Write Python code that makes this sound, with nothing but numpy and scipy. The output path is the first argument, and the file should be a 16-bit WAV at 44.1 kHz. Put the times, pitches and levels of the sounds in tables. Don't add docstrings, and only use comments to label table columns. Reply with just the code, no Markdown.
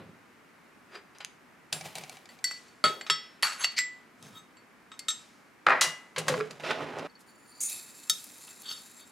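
import sys
import numpy as np
from scipy import signal
from scipy.fft import rfft, irfft, next_fast_len
from scipy.io import wavfile
from scipy.ndimage import uniform_filter1d

SR = 44100
rng = np.random.default_rng(int(sys.argv[2]) if len(sys.argv) > 2 else 0)


def materialize(psi):
    bounded = np.clip(np.atleast_2d(psi).T, -1, 1)
    quanta = np.round(bounded * 32767).astype(np.int16)
    wavfile.write(sys.argv[1], SR, quanta)


def gain_from_db(level_db):
    decades = np.asarray(level_db, float) / 20
    return 10 ** decades


N = 401751
PAUSE_S = 7.072
RING_S, STROKE_S = 0.4, 1.6


def unit(x):
    return x / np.sqrt(np.mean(x ** 2) + 1e-30)


def colour(x, points):
    hz, db = np.transpose(points)
    size = next_fast_len(x.shape[-1])
    f = np.maximum(np.arange(size // 2 + 1) * SR / size, 1)
    gain = gain_from_db(np.interp(np.log(f), np.log(hz), db))
    return irfft(rfft(x, size) * gain, size)[..., :x.shape[-1]]


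def pair(size, alike):
    mid, side = rng.standard_normal((2, size))
    c = np.clip(alike, 0, 1)
    spread = np.sqrt(1 - c) * side * np.array([[1], [-1]])
    return (np.sqrt(1 + c) * mid + spread) / np.sqrt(2)


def add(out, x, s):
    i = int(round(s * SR))
    out[i:i + len(x)] += x[:len(out) - i]


def gripped(hz, db, t60_s, free):
    return list(zip(hz, db, free * np.array(t60_s)))


def ring(modes):
    hz, db, t60_s = (c[:, None] for c in np.transpose(modes))
    t = np.arange(int(SR * RING_S)) / SR
    sign = (-1) ** np.arange(len(hz))[:, None]
    fade = gain_from_db(db - 60 * t / np.clip(t60_s, .005, .6))
    y = np.sum(sign * np.sin(2 * np.pi * hz * t) * fade, axis=0)
    return y / np.abs(y).max()


def strike(contacts):
    out, t = np.zeros(N), np.arange(int(SR * RING_S)) / SR
    for modes, hz, t60_s, ring_db, rows in contacts:
        body = ring(modes)
        band = signal.butter(2, [hz / 2.21, min(hz * 1.68, .45 * SR)], "band", fs=SR)
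        haze = gain_from_db(ring_db - 27.0 - 60 * t / 0.9)
        fade = (gain_from_db(-60 * t / max(t60_s, .002)) + haze) / 2.5
        for s, peak_db in rows:
            crack = signal.lfilter(*band, rng.standard_normal(len(t)))
            crack = crack * fade / crack.std()
            add(out, gain_from_db(peak_db - 4.0) * (crack + gain_from_db(ring_db) * body), s)
    return out


def effort(t, rise_s, fall_s, pushes):
    s, db = np.transpose(pushes)[:, :, None]
    away = np.where(t < s, (s - t) / max(rise_s, .002), (t - s) / max(fall_s, .002))
    swell = np.sqrt(np.sum(gain_from_db(db - 20 * away) ** 2, axis=0))
    return swell * ((t < PAUSE_S) | (t[0] > PAUSE_S))


def rub(stroke, modes, ring_db, slips_hz, uneven_db, flurry_db=2.0):
    (touch_s, rise_s, fall_s, pushes), points = stroke
    t = max(touch_s, 0) + np.arange(int(STROKE_S * SR)) / SR
    chance, side, size = rng.random((3, len(t)))
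    slips = (chance < slips_hz / SR) * np.sign(side - .5) * gain_from_db(-uneven_db * np.log(1.01 - size))
    steps = np.repeat(rng.standard_normal(len(t) // 400 + 1), 400)[:len(t)]
    flurry = uniform_filter1d(steps, size=200)
    force = effort(t, rise_s, fall_s, pushes) * gain_from_db(flurry_db * flurry)
    patch_db, patch_s = 3.5, 0.025
    knots, rung, energy = np.arange(t[0], t[-1] + patch_s, patch_s), 0, 0
    for hz, db, t60_s in modes:
        r, w = gain_from_db(-60 / max(t60_s, .005) / SR), 2 * np.pi * hz / SR
        patch = gain_from_db(np.interp(t, knots, patch_db * rng.standard_normal(len(knots))))
        resonator = [gain_from_db(db) * np.sin(w)], [1, -2 * r * np.cos(w), r * r]
        rung = rung + signal.lfilter(*resonator, slips * force * patch)
        energy += gain_from_db(db) ** 2 / 2 / (1 - r * r)
    rung = rung * gain_from_db(ring_db) / np.sqrt(energy * np.mean(slips ** 2))
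    return rung + unit(colour(slips, points)) * force, t[0]


def rub_all(rows):
    out = np.zeros(N)
    for row in rows:
        add(out, *rub(*row))
    return out


# (frequency [Hz], level [dB per Hz])
AIR = [(25, -26.5), (238, 2), (568, -7), (1280, -4.5), (2210, -7.5), (3320, -19), (15200, -29.5),
       (16500, -45.5)]
# (time [s], level [dB])
AIR_LEVEL = [(0.0, -56.5), (7.0, -57.5), (9.11, -57.5)]


def air():
    s, db = np.transpose(AIR_LEVEL)
    swell_db = np.interp(np.arange(N) / SR, s, db - db.min())
    return unit(colour(pair(N, 0.56), AIR)) * gain_from_db(-58.5 + swell_db)


# (frequency [Hz], level [dB], t60 [s])
BOARD = [(156.5, 21, 0.072), (414, -2, 0.23), (747, -6.5, 0.024)]
# (frequency [Hz], level [dB])
SETTLE = ((0, .01, 0.17, [(0.0, -44.5)]), [(47, -40), (80, -1.5), (232, -7), (661, -19.5), (2110, -28.5),
           (4000, -35), (5200, -46), (8800, -120)])
ONION = ((1.725, 0.022, 0.16, [(1.727, -40.5), (1.85, -46), (1.96, -42.5), (2.12, -51), (2.3, -56)]),
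          [(80, -49), (140, 2.5), (258, -8.5), (742, -1.5), (1490, -10.5), (2320, -6), (5630, -13),
          (15500, -20.5)])
ROCK = ((6.15, 0.029, 0.16, [(6.19, -38), (6.3, -31.5), (6.51, -48.5), (6.607, -47.5)]), [(47, -64),
         (80, -55), (145, 9.5), (307, 1.5), (498, 4.5), (709, -1), (7010, -18), (15500, -33.5)])
HAUL = ((6.75, 0.13, 0.11, [(6.82, -35), (6.9, -40), (6.98, -38), (7.055, -38.5)]), [(50, -39), (250, 4.5),
         (800, 2.5), (1500, -3.5), (3000, -11.5), (15500, -45)])


def board_rubs():
    return rub_all([(SETTLE, BOARD, -25, 5000, 2.1), (ONION, BOARD, -14, 4000, 2.5),
                    (ROCK, BOARD, -8, 1500, 2.5), (HAUL, BOARD, -14, 5000, 1.8, 1.5)])


SPOON_HZ = [1992, 2840, 4466, 4510, 4600, 5500, 7590, 11400, 13950]
SPOON_T60 = [.28, .15, .23, .12, .14, .07, .17, .12, .09]
TIP_DB = [-5, -3, 14.5, 4, -9.5, -27, -22, -11, -22]
TIP = gripped(SPOON_HZ, TIP_DB, SPOON_T60, .55)
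HELD_HZ = [1529, 1988, 2805, 4468, 4515, 5550, 5700, 6400, 7590, 7634, 8680, 10560, 11400, 13950]
# (frequency [Hz], level [dB], t60 [s])
LAID = [(3860, -9, 0.087), (4870, 10, 0.16), (8000, 1, 0.05)]
SLAP = list(zip(HELD_HZ, [-14.0, -1.5, -35.5, -2.0, -5, -7.5, 3.0, -30, 2.5, -8.5, -7.5, -36.5, -17, -21.5],
        [0.068, 0.11, .1, 0.28, 0.12, 0.064, .035, .1, 0.046, 0.13, 0.066, 0.081, .1, 0.13]))
SHAKE = list(zip(HELD_HZ, [-30, -3.5, -1.0, -4.5, 1.0, -5, -13.5, -11, -6.0, -13.5, -29.5, -24, -25, -35],
         [.05, 0.037, 0.083, 0.24, 0.056, .05, 0.042, 0.098, 0.061, 0.09, .1, 0.089, .1, .08]))
PRESSED = [(4468, -2, 0.1), (2800, -6, .05), (7700, -4, .04), (12500, -17, 0.04)]
DRAWN = [(4468, -6, .06), (6450, 0, .09), (7650, -3, .05), (10700, 0, .06)]
# (frequency [Hz], level [dB])
SLIDE = ((.88, 0.044, 0.046, [(.956, -42.5)]), [(120, -50), (200, -28), (397, -4.5), (613, -14),
          (1690, -9.5), (5070, -25), (15000, -49)])
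CHATTER = ((1.5, .01, 0.026, [(2.452, -46), (2.475, -48.5), (2.515, -53.5), (2.545, -52.5)]), [(900, -32.5),
            (1500, -14.5), (4500, 8.5), (5600, 9.5), (9000, -12), (15500, -29.5)])
DRAW = ((3.2, 0.031, 0.027, [(3.615, -38), (3.635, -42)]), [(400, -28), (1300, -1.5), (3000, -9),
         (8000, -29), (15500, -46)])
SCRAPE = ((3.425, 0.037, 0.087, [(3.44, -28), (3.49, -41), (3.53, -40.5)]), [(240, -58.5), (400, -31.5),
           (1280, 0.5), (3460, -11.5), (4660, -10), (7790, -13.5), (12300, -23.5), (15500, -61)])
SWIPE = ((2.8, 0.02, 0.02, [(3.644, -28.5)]), [(470, -51), (800, -35), (4600, 14), (4950, -10),
          (11000, -13), (13500, -8), (15500, -49.5)])
FLICK = ((3.765, .025, 0.042, [(3.783, -24)]), [(470, -54.5), (800, -49), (2100, 7.5), (3410, -11),
          (4540, 5.5), (7640, -13.5), (15500, -33)])


def spoon_scrapes():
    return rub_all([(SLIDE, LAID, -15, 6000, 2.1), (CHATTER, SLAP, 3, 3000, 2.2),
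                    (SCRAPE, PRESSED, -6, 5000, 2.2, 1.5), (DRAW, DRAWN, 0, 4000, 2.5),
                    (SWIPE, SHAKE, -10, 6000, 2.5), (FLICK, TIP, -10, 6000, 2.5)])


EDGE_DB = [4.5, -30.5, -18, 7, -5, -6.5, 1, -12, -8]
EDGE = gripped(SPOON_HZ, EDGE_DB, SPOON_T60, .6)
# (frequency [Hz], level [dB], t60 [s])
TOUCH = [(2100, -6.5, 0.36), (4466, -1, 0.18), (7590, 1, .08)]
STOPPER = [(4470, 7, 0.055), (4700, -10, .03)]
DIG = list(zip(HELD_HZ, [-17.0, 0.5, -13, 2, -19.0, -23.0, -21, -19, -20.5, -24.5, -16, -6.5, -13.5, -18],
       [0.064, 0.031, .1, 0.15, .06, .1, .12, 0.069, .1, .1, .09, 0.11, 0.19, .08]))
CHIME = list(zip(HELD_HZ, [-35, 0, -27, -13, -14, -24, -24, -40, -3, -12, -40, -26, -16, -24],
         [.1, .33, .2, .15, .06, .1, .12, .1, .2, .12, .1, .1, .12, .08]))
# (modes, crack centre [Hz], crack t60 [s], ring [dB], [(time [s], level [dB])])
SPOON_TAPS = [ (LAID, 1880, 0.12, -18, [(1.15, -42), (1.204, -28)]),
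              (LAID, 4400, 0.0024, -53, [(1.185, -20.5), (1.248, -3.5)]),
              (TOUCH, 2200, 0.033, -10, [(3.011, -22)]), (EDGE, 2100, 0.026, -0.43, [(2.29, -37.5)]),
              (STOPPER, 4400, 0.01, 4.3, [(7.098, -56), (7.154, -49.5)]),
              (STOPPER, 7300, 0.12, -32, [(7.192, -51), (7.205, -46)]),
              (TOUCH, 5400, 0.037, -12, [(4.992, -21.5)]), (EDGE, 2500, 0.035, -21, [(8.479, -33)]),
              (SLAP, 4600, 0.012, 0, [(2.442, -10.5)]), (SLAP, 1840, 0.024, -1.1, [(2.511, -23.5),
              (2.574, -38), (2.682, -45)]), (TIP, 9300, 0.0046, 2, [(2.84, -17)]),
              (DIG, 6700, .012, -7, [(3.4255, -11), (3.72, -36)]), (DIG, 1940, 0.03, -5, [(3.43, -5.5),
              (3.522, -29)]), (SHAKE, 2200, 0.034, 1.9, [(3.644, -11)]),
              (CHIME, 2500, 0.017, -2.9, [(3.099, -22), (3.781, -25.5), (3.7885, -14)]),
              (TOUCH, 3300, 0.0069, -29.5, [(3.6445, -9), (3.7885, -3.5)]),
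              (TOUCH, 1800, 0.04, -1.2, [(4.57, -44.5)])]


def spoon_taps():
    return strike(SPOON_TAPS)


BOWL_HZ = [1287, 1416, 1800, 2143, 3318, 3722, 4510, 5392, 6345, 7280, 7490, 7535, 8030, 9670, 10290, 11220,
           13420]
BOWL_T60 = [.23, .22, .1, .13, .23, .17, .14, .27, .17, .12, .15, .16, .17, .11, .13, .12, .08]
SIDE_DB = [3, -19, -17, -27, -5, 6, -14, -13, -10, -30, -7, -16, -3, -24, -30, -24, -36]
FOOT_DB = [-1, -22.5, -14.5, -33, -21, 2.5, -15, -1.5, -0.5, -28, -9.5, -15, -3, -30, -35, -24, -18]
LIP_DB = [-13.5, -18, -13, -29, -6, 4.5, -0.5, -3, -2.5, -6, -3, -10, -9, -18, -11, -7.5, -8]
SIDE = gripped(BOWL_HZ, SIDE_DB, BOWL_T60, .8)
FOOT = gripped(BOWL_HZ, FOOT_DB, BOWL_T60, .65)
LIP = gripped(BOWL_HZ, LIP_DB, BOWL_T60, .5)
# (frequency [Hz], level [dB], t60 [s])
CUP = [(7520, -2, 0.16), (9430, -5, 0.29), (12600, -24, .08), (14600, -10, 0.11)]
CUBES = [(757, 1.5, .06), (2310, 0.5, 0.059), (4460, -13, .03)]
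NESTED = [(2600, -8, .04), (4043, 0, .08), (5895, 0, .07)]
CLANG = list(zip(BOWL_HZ, [0.0, -8.5, -22, -10, -9, -14.5, -4.5, -27, -26.5, -26.5, -18.0, -28, -20.5, -24.0, -29.5, -35, -37],
         [0.24, 0.15, .1, 0.13, 0.32, .25, 0.16, 0.42, 0.29, 0.22, 0.18, 0.13, 0.25, 0.19, 0.24, .15, 0.087]))
CLINK = list(zip(BOWL_HZ, [-5, -24, -14, -14, -3, -10, -9, -6, -24, -16, -11, -8, -20, -27, -24, -22, -34],
         [.21, .2, .09, .1, .28, .2, .28, .36, .17, .11, .09, .08, .2, .12, .13, .1, .08]))
STACKED = list(zip(BOWL_HZ, [-8.5, -14, -13.5, -43, -7.5, 2, -13, -13.5, -8.5, -25, -11, -2.5, -6, -19, -35, -14, -20],
           [0.1, 0.084, 0.07, .1, .16, 0.23, 0.085, 0.2, 0.11, .12, 0.13, 0.17, 0.3, .12, .1, .18, .08]))
BASE = [(1090, 1, .03), (1640, -1.5, .04), (2122, -4, .03), (3200, -8.5, .03), (4480, -8.5, 0.04)]
# (modes, crack centre [Hz], crack t60 [s], ring [dB], [(time [s], level [dB])])
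GLASS_TAPS = [ (CUP, 4560, 0.044, -14, [(1.727, -11.5)]), (CUBES, 5600, 0.017, -9.5, [(1.954, -20),
              (1.9835, -23), (2.0955, -23.5)]), (NESTED, 2900, .012, 0, [(5.084, -22), (5.104, -29)]),
              (CUBES, 3800, 0.031, -5, [(1.81, -25.5), (1.859, -29), (2.013, -44), (2.036, -27.5),
              (2.139, -45), (2.169, -34), (2.256, -36.5), (2.389, -40.5)]),
              (CLANG, 460, 0.081, 14.9, [(2.84, -20.5)]), (BASE, 2100, .25, -20, [(2.84, -16.5)]),
              (CLINK, 2370, 0.036, -2.6, [(3.099, -6.5)]), (FOOT, 2300, 0.092, -9, [(3.065, -26),
              (3.229, -46)]), (SIDE, 1900, 0.038, -2.6, [(4.917, -32.5), (4.94, -41)]),
              (STACKED, 4500, .02, 4.6, [(5.084, -18), (5.104, -24)]),
              (FOOT, 5600, 0.017, -12, [(4.226, -31)]), (LIP, 7900, 0.021, -0.4, [(8.097, -5)])]


def glass_taps():
    return strike(GLASS_TAPS)


# (note [Hz], t60 [s], [(time [s], level [dB])])
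KNOCKS = [
    (157, 0.12, [(1.819, -42), (1.859, -42), (2.0, -43), (2.86, -34.5), (3.11, -39.5), (3.43, -47.5), (4.246, -45.5), (5.869, -37.5), (6.199, -28.5), (8.11, -50)]),
    (395, 0.069, [(2.845, -24.5), (2.899, -29), (3.1, -31.5)]),
    (432, 0.12, [(6.381, -23), (6.407, -20)]),
    (499, 0.076, [(6.177, -23), (6.319, -17), (6.339, -25)]),
    (605, .1, [(2.843, -24)]),
    (536, 0.061, [(5.719, -43), (6.282, -27), (6.296, -16.5)]),
]


def board_knocks():
    out, t = np.zeros(N), np.arange(int(SR * RING_S)) / SR
    for hz, t60_s, rows in KNOCKS:
        note = ring([(hz, 0, t60_s)]) * (1 - np.exp(-t / 0.0014))
        for s, peak_db in rows:
            add(out, gain_from_db(peak_db - 3.5) * note, s)
    return out


# (frequency [Hz], level [dB])
PASTE = ((3, 0.069, 0.22, [(4.248, -50)]), [(59, -39), (100, -9.5), (233, -3.5), (319, -18), (362, -20.5),
          (7890, -30), (15500, -40)])
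LEAN = ((4.33, 0.055, 0.027, [(4.374, -53.5)]), [(590, -47), (1000, -22), (1290, 0), (3740, -35),
         (15500, -7)])
NUDGE = ((8.63, 0.044, 0.049, [(8.665, -46), (8.71, -36.5), (8.78, -52), (9.02, -60)]), [(410, -64),
          (1300, -9), (2400, -22), (3500, 4), (4130, -13), (4520, 11.5), (5020, -29), (15500, -37.5)])


def bowl_rubs():
    return rub_all([(PASTE, FOOT, -18, 6000, 2.1), (LEAN, SIDE, 6, 6000, 2.1),
                    (NUDGE, LIP, -1, 6000, 2.1)])


# (frequency [Hz], level [dB], t60 [s])
DISH = [(1109, 0.5, 0.016), (1364, 3, 0.022), (1677, -4, 0.03), (2480, -11, 0.037)]
SKID = [(700, 2, .03), (1500, 0, .035), (2050, -3, .03), (2900, -9, .025), (3600, -8, .03),
        (5500, -14, .03)]
# (frequency [Hz], level [dB])
RATTLE = ((5.665, 0.045, 0.096, [(5.687, -23), (5.725, -22.5), (5.83, -31.5)]), [(88, -48), (150, -8),
           (607, 13), (796, 12.5), (2020, 19.5), (2700, 2.5), (5230, -11), (15500, -84)])
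DRAG = ((6.635, 0.1, 0.088, [(6.655, -36.5), (6.708, -33), (6.78, -49.5), (6.86, -50.5)]), [(60, -26),
         (250, -4), (700, 0), (1350, -6), (1830, -5), (3670, -8), (15500, -43.5)])


def dish_rubs():
    return rub_all([(RATTLE, DISH, -12, 4000, 1.8, 1.5), (DRAG, SKID, -6, 7000, 1.6, 1.5)])


LID_HZ = [2003, 2850, 3400, 5640, 5740, 6665, 8662]
LID = list(zip(LID_HZ, [-1, 0, -4, -1, -2, -7, -8], [.5, .36, .06, .14, .25, .26, .1]))
JAR = [(6430, -17, 0.12), (6750, 13, 0.088), (6940, -1, .04), (9060, 7, 0.11), (9750, 3, 0.082),
       (11000, -2, .06)]
# (modes, crack centre [Hz], crack t60 [s], ring [dB], [(time [s], level [dB])])
COUNTER_TAPS = [
    (LID, 5000, 0.2, -5.5, [(5.8107, -8)]),
    (LID, 5400, 0.075, -21, [(6.1833, -17), (6.2816, -13.5)]),
    (DISH, 1560, 0.018, 0.99, [(5.667, -4.5), (6.378, -25), (6.402, -23), (6.408, -18.5)]),
    (DISH, 1070, 0.023, 1.5, [(5.686, -9), (5.696, -9.5), (5.705, -6), (5.716, -25), (5.7235, -37), (5.734, -24), (5.816, -12.5)]),
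    (BASE, 2070, 0.085, -1.4, [(6.162, -20.5), (6.18, -19), (6.299, -24)]),
    (BASE, 1260, 0.052, -0.81, [(6.283, -10.5), (6.34, -18)]),
    (SKID, 1700, 0.12, -3.5, [(6.598, -31.5), (6.648, -24), (6.706, -18)]),
    (DISH, 3700, 0.029, -10, [(6.509, -26), (6.986, -30), (6.994, -30)]),
    (JAR, 9600, 0.028, -19, [(7.6248, -27), (7.6984, -18), (8.2417, -26.5), (8.3422, -35), (8.3816, -35.5), (8.6191, -31), (9.076, -45)]),
]


def counter_taps():
    return strike(COUNTER_TAPS)


# (frequency [Hz], level [dB], t60 [s])
JAR_NECK = [(4540, -3, 0.026), (7180, -2, 0.032), (9200, -6, 0.022), (10100, -11, 0.031)]
# (frequency [Hz], level [dB])
TILT = ((7.265, 0.17, 0.073, [(7.3, -66.5), (7.4, -72), (7.51, -66), (7.58, -67)]), [(1760, -55),
         (3000, -63), (4530, -14), (5530, -19), (15500, -19)])
HEAP = ((7.4, .1, .05, [(7.5, -71), (7.56, -58.5), (7.6, -58)]), [(3500, -54), (4250, -15), (4650, -4),
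         (5100, -29), (15500, -36)])
POUR = ((7.604, 0.035, 0.078, [(7.612, -33.5), (7.635, -34), (8.4, -59)]), [(880, -64), (1500, -36),
         (1880, -45), (2100, -4), (3060, -36), (5880, -1.5), (6690, 12.5), (16000, -7.5)])


def jar_rubs():
    return rub_all([(HEAP, JAR_NECK, -10, 5000, 2.1), (TILT, JAR_NECK, 3, 5000, 2.1),
                    (POUR, JAR, -1, 6000, 2.4, 1.2)])


# (frequency [Hz], width [Hz], level [dB])
SEED_RING = [(2630, 26, 8.5), (3850, 39, 9), (4500, 53, 14), (5410, 50, 3), (6970, 130, 12),
             (7560, 58, 20.5), (8730, 150, 6), (9700, 54, 14.5), (10350, 75, 17), (11400, 81, 10),
             (13200, 120, 11)]
# (frequency [Hz], level [dB])
SHOWER = ((7.63, 0.1, 0.17, [(7.715, -42)]), [(880, -55), (1500, -45), (2540, -5.5), (3100, -33),
           (3730, -3.5), (6370, -5.5), (11100, 0), (16000, -17.5)])
SEEDS = ((7.68, 0.92, 0.44, [(7.78, -57.5), (8.1, -57), (8.5, -56.5), (8.85, -57.5), (9.0, -71.5)]),
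          [(880, -35), (1500, -18), (2610, -13), (3310, -15), (3840, -4.5), (6060, -6), (7540, -2.5),
          (16000, -14)])


def seed_trickle():
    seeded = [(hz, db, 1.0 / width_hz) for hz, width_hz, db in SEED_RING]
    return rub_all([(SHOWER, seeded, -2, 4000, 2.4, 1.5), (SEEDS, seeded, -.5, 4000, 2.4)])


# (time [s], level [dB])
PAN = [(0, 0.5), (6.3, 0.5), (6.7, -3), (7.071, -2), (7.1, -0.9), (9.11, 1)]


def kitchen(dry):
    near_db, near_t60_s = -7.5, 0.041
    room_db, room_t60_s, room_dull_hz, room_alike = -13.5, 0.32, 4930, 0.58
    t = np.arange(int(SR * RING_S)) / SR
    tail = pair(len(t), room_alike) * gain_from_db(-60 * t / room_t60_s) * (1 - np.exp(-t / 0.00028))
    tail = unit(signal.lfilter(*signal.butter(1, room_dull_hz, fs=SR), tail)) * gain_from_db(room_db)
    near = unit(np.diff(pair(len(t) + 1, 0)) * gain_from_db(-60 * t / near_t60_s)) * gain_from_db(near_db)
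    echoes = (tail + near) / np.sqrt(len(t))
    cut = int(PAUSE_S * SR)
    wet = [signal.fftconvolve(part[None], echoes, axes=1)[:, :len(part)]
           for part in (dry[:cut], dry[cut:])]
    pan_db = np.interp(np.arange(N) / SR, *np.transpose(PAN))
    return (dry + np.hstack(wet)) * gain_from_db(np.array([pan_db, -pan_db]) / 2)


def scene():
    hum = air()
    taps = spoon_taps() + glass_taps() + board_knocks() + counter_taps()
    rubs = board_rubs() + spoon_scrapes() + bowl_rubs() + dish_rubs() + jar_rubs() + seed_trickle()
    no_bass = signal.butter(4, 110., "high", fs=SR, output="sos")
    return kitchen(signal.sosfilt(no_bass, taps + rubs)) + hum


def band_limit(x):
    return signal.sosfilt(signal.butter(12, 16200, fs=SR, output="sos"), x)


def record(dry):
    heard = signal.sosfilt(signal.butter(2, 14000., fs=SR, output="sos"), dry)
    return band_limit(heard)


dry = scene()
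out = record(dry)
materialize(out)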